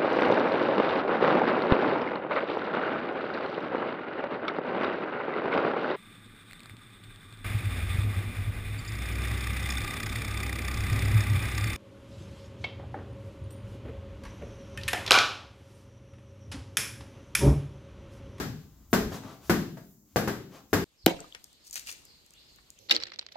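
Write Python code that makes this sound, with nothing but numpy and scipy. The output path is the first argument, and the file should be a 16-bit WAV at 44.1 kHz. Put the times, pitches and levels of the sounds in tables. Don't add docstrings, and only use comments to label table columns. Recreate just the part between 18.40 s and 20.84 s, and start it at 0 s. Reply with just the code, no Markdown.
import sys
import numpy as np
from scipy import signal
from scipy.fft import rfft, irfft
from scipy.io import wavfile
from scipy.ndimage import uniform_filter1d

SR = 44100
rng = np.random.default_rng(int(sys.argv[2]) if len(sys.argv) > 2 else 0)


def generate_wav(sig):
    pcm = np.round(np.clip(np.atleast_2d(sig).T, -1, 1) * 32767).astype(np.int16)
    wavfile.write(sys.argv[1], SR, pcm)


def voltage_ratio(level):
    return 10 ** (np.asarray(level, float) / 20)


N = 107736


def evened(x):
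    return x / np.sqrt(np.mean(x ** 2) + 1e-20)


def read(points, hz):
    f, value = np.transpose(points)
    return np.interp(np.log(hz + 1), np.log(f + 1), value)


def shaped(x, gain):
    spectrum = rfft(x) * gain(np.fft.rfftfreq(x.shape[-1], 1 / SR))
    return irfft(spectrum, x.shape[-1])


def paired(a, b):
    # frequency in Hz, left-right correlation.
    likeness = [(60, .98), (150, .98), (380, .88), (950, .45), (2400, .1), (5000, -.25), (7300, -.25),
                (8000, .87), (11000, .75), (15000, .5)]

    def shared(hz):
        return np.clip(read(likeness, hz), -1, 1)

    right = shaped(a, shared) + shaped(b, lambda hz: np.sqrt(1 - shared(hz) ** 2))
    return np.array([a, right])


def floor():
    # frequency in Hz, relative density in dB per Hz.
    hiss_curve = [(15, -4), (30, 9.5), (70, -5), (200, -2), (300, -1.5), (370, -15.5), (1000, -25),
                  (3400, -40), (5000, -24.5), (7300, -17.5), (8600, -36.5), (14800, -18), (16500, -26.5),
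                  (17000, -51.5)]
    # time in seconds, rms level in dB.
    rumble_levels = [(0.0, -48), (0.05, -54), (0.22, -50), (0.49, -43.5), (0.52, -39), (0.67, -26),
                     (0.8, -74), (1.03, -54), (1.11, -27), (1.14, -33), (1.19, -44), (1.71, -64.5),
                     (1.76, -42), (1.81, -33), (1.83, -63), (2.26, -58.5), (2.33, -44.5), (2.44, -43)]
    hiss_db, rumble_hz = -61.5, 68.5
    a, b, c = rng.standard_normal((3, N))
    hiss = evened(shaped(paired(a, b), lambda hz: voltage_ratio(read(hiss_curve, hz))))
    rumble = evened(shaped(c, lambda hz: (hz > 10) / (1 + (hz / rumble_hz) ** 4)))
    rumble_db = np.interp(np.arange(N) / SR, *np.transpose(rumble_levels))
    return voltage_ratio(hiss_db) * hiss + voltage_ratio(rumble_db) * rumble


def causal(db):
    log = np.log(voltage_ratio(np.r_[db, db[-2:0:-1]]))
    return np.fft.ifft(np.exp(log - 1j * signal.hilbert(log).imag)).real


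def crack(t):
    # frequency in Hz, relative level in dB.
    crack_curve = [(600, -34.5), (1500, -38), (2500, 5.5), (5000, 19.5), (7500, 16.5), (8600, 5),
                   (11000, 12.5), (15000, 13.5), (16500, -8), (17500, -41)]
    return -causal(read(crack_curve, np.fft.rfftfreq(len(t), 1 / SR)))


def ring(modes, pitch, t):
    return -sum(voltage_ratio(db - 60 * t / t60) * np.sin(2 * np.pi * hz * pitch * t) for hz, db, t60 in modes)


def thud(pitch, t):
    # frequency in Hz at pitch 1, relative level in dB, t60 in seconds.
    thud_modes = [(100, -27, 0.021), (196.8, -3, 0.038), (317, -1, 0.019)]
    return ring(thud_modes, pitch, t)


def slap(t):
    # frequency in Hz ahead of the pitch factor, relative dB, t60 in seconds.
    slap_modes = [(781, 2, 0.0048), (1042, -4.5, 0.0027), (1329, -1, 0.0057), (1667, 0, 0.0072),
                  (2012, -19.5, 0.012)]
    return ring(slap_modes, 0.9305, t)


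def knock(knock_hz, t):
    # multiple of the knock frequency, relative level in dB, t60 in seconds.
    knock_modes = [(1, 0, .035), (1.38, -10, .02)]
    return ring(knock_modes, knock_hz, t)


def spit(t):
    start_s, t60, level_db = 0.0002, 0.08, -23.5
    noise = rng.standard_normal((2, len(t)))
    return voltage_ratio(level_db - 60 * t / t60) * noise * (t > start_s)


def echoes():
    # usual delay in seconds, level in dB.
    bounces = [(.003, 2), (.0072, -4.5), (.0092, -2.5), (0.0149, -6.5), (0.019, -7.5), (.027, -10.5)]
    taps = np.zeros((2, SR))
    for lag, db in bounces:
        for side in taps:
            at = round(lag * rng.uniform(.93, 1.07) * SR)
            side[at] = voltage_ratio(db) * rng.choice([-1, 1])
    return taps


def room():
    # frequency in Hz, t60 in seconds.
    decay = [(80, 0.63), (210, 0.77), (560, 0.44), (1470, 0.4), (3880, 0.55), (10200, 0.41)]
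    # frequency in Hz, width in Hz, boost in dB.
    standing_waves = [(95, 4.7, -1.5), (157, 5.5, 3.5), (199.8, 8, 1.5), (269.4, 6.8, 5.5), (390.4, 34, 1)]
    rise_s, early_db, early_s = 0.0038, 3, 0.022
    taps = np.zeros((2, SR))
    at = np.arange(0, SR - 10, 10) + rng.integers(0, 10, (2, SR // 10 - 1))
    np.put_along_axis(taps, at, rng.choice([-1., 1.], at.shape), 1)
    hz, t, z = signal.stft(taps, SR, nperseg=512)
    dying = z * voltage_ratio(-60 * t / read(decay, hz)[:, None])
    tail = signal.istft(dying, SR, nperseg=512)[1][:, :SR]

    def resonance(f):
        return 1 + sum((voltage_ratio(db) - 1) / (1 + 2j * (f - mode_hz) / width)
                       for mode_hz, width, db in standing_waves)

    tail = shaped(np.pad(tail, ((0, 0), (0, SR))), resonance)[:, :SR]
    s = np.arange(SR) / SR
    rise = 1 - np.exp(-(s / rise_s) ** 2)
    near_walls = voltage_ratio(early_db * np.exp(-s / early_s))
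    tail = tail * rise * near_walls
    return tail / np.linalg.norm(tail[0])


def through(x, space):
    return signal.fftconvolve(x[None], paired(*space), axes=1)


def smack(s, crack_db, thud_db, knock_db, slap_db, pitch, knock_hz):
    room_db, echo_crack_db, knock_wet_db = 9, -6, -4
    direct_crack_db, direct_body_db = -7, 1
    t = np.arange(4096) / SR
    click = voltage_ratio(crack_db) * crack(t)
    hollow = voltage_ratio(knock_db) * knock(knock_hz, t)
    body = voltage_ratio(thud_db) * thud(pitch, t) + voltage_ratio(slap_db) * slap(t)
    body = body + voltage_ratio(knock_wet_db) * hollow
    wet = through(click + body, voltage_ratio(room_db) * room())
    wet += through(voltage_ratio(echo_crack_db) * click + body, echoes())
    direct = voltage_ratio(direct_crack_db) * click + voltage_ratio(direct_body_db) * body + hollow
    wet[:, :len(t)] += direct + through(click, spit(t))[:, :len(t)]
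    lead = SR // 5
    out = np.zeros((2, N + lead + 2 * SR))
    at = lead + round(s * SR)
    out[:, at:at + wet.shape[1]] = wet
    return out[:, lead:lead + N]


def swishes():
    # peak in seconds, rise in seconds, level in dB,
    # brightness in dB per octave.
    swish_rows = [(.2, 0.067, -67.5, -2), (.39, 0.18, -72, -3), (.52, 0.017, -57.5, 10),
                  (0.747, 0.034, -44, -3), (.88, 0.063, -43.5, -6), (0.929, 0.05, -60, -2.5),
                  (1.04, 0.037, -58, -4.5), (1.074, 0.044, -56.5, 1), (1.299, 0.16, -69, 11.5),
                  (1.498, 0.057, -67, 12.5), (1.741, 0.077, -72, 0), (2.028, 0.015, -88, -26),
                  (2.158, 0.044, -52, -4.5), (2.32, 0.023, -65.5, 3)]
    # frequency in Hz, relative density in dB per Hz.
    swish_curve = [(180, -33), (300, -18), (877, -11.5), (1150, -10), (1770, -16.5), (6780, -12),
                   (8440, -20.5), (15200, -15.5), (16500, -39)]
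    grain_db, wet_db = 0.5, -2
    t, out = np.arange(N) / SR, np.zeros(N)
    for s, rise, db, tilt_db in swish_rows:
        def colour(hz):
            return voltage_ratio(read(swish_curve, hz) + tilt_db * np.log2((hz + 1) / 2000))

        noise = shaped(rng.standard_normal(N), colour)
        grain = voltage_ratio(grain_db * evened(uniform_filter1d(rng.standard_normal(N), 150)))
        swell = np.exp(-((t - s) / rise) ** 2)
        out += voltage_ratio(db) * swell * evened(noise * grain)
    return out + voltage_ratio(wet_db) * through(out, room())[:, :N]


def scene():
    # start in seconds, then crack, thud, hollow knock and slap
    # in relative dB, thud pitch (1 = usual), knock frequency in Hz.
    smack_rows = [(-.07, -20.5, -19.5, -27.5, -19.5, 0.78, 430), (0.53, -21, -21.5, -23.5, -20, 1.274, 430),
                  (1.0966, -22.5, -19.5, -26.5, -21, 1.11, 423),
                  (1.76, -24.5, -26.5, -20, -23.5, 1.12, 528), (1.876, -30.5, -34, -28.5, -28, 1.05, 407),
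                  (2.3308, -22.5, -23, -20, -21, 0.95, 437)]
    tap_rows = [(0.7204, -60, -37, -40.5, -42.5, 0.84, 505), (0.8361, -55, -42, -53, -50.5, 0.73, 887),
                (1.3717, -49.5, -61.5, -48, -50, 0.87, 665)]
    blows = sum(smack(*row) for row in smack_rows + tap_rows)
    return blows + swishes() + floor()


def roll_off(x):
    return signal.sosfilt(signal.butter(12, 16800, fs=SR, output="sos"), x)


def record(dry):
    # frequency in Hz, left minus right in dB.
    balance = [(30, 1.5), (300, 3), (7300, 2.6), (8000, -1.2), (15000, -1.2)]
    bass_cut = signal.butter(2, 91, "high", fs=SR, output="sos")
    left, right = signal.sosfilt(bass_cut, dry)
    left = shaped(left, lambda hz: voltage_ratio(read(balance, hz) / 2))
    right = shaped(right, lambda hz: voltage_ratio(-read(balance, hz) / 2))
    return roll_off(np.array([left, right]))


dry = scene()
out = record(dry)
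generate_wav(out)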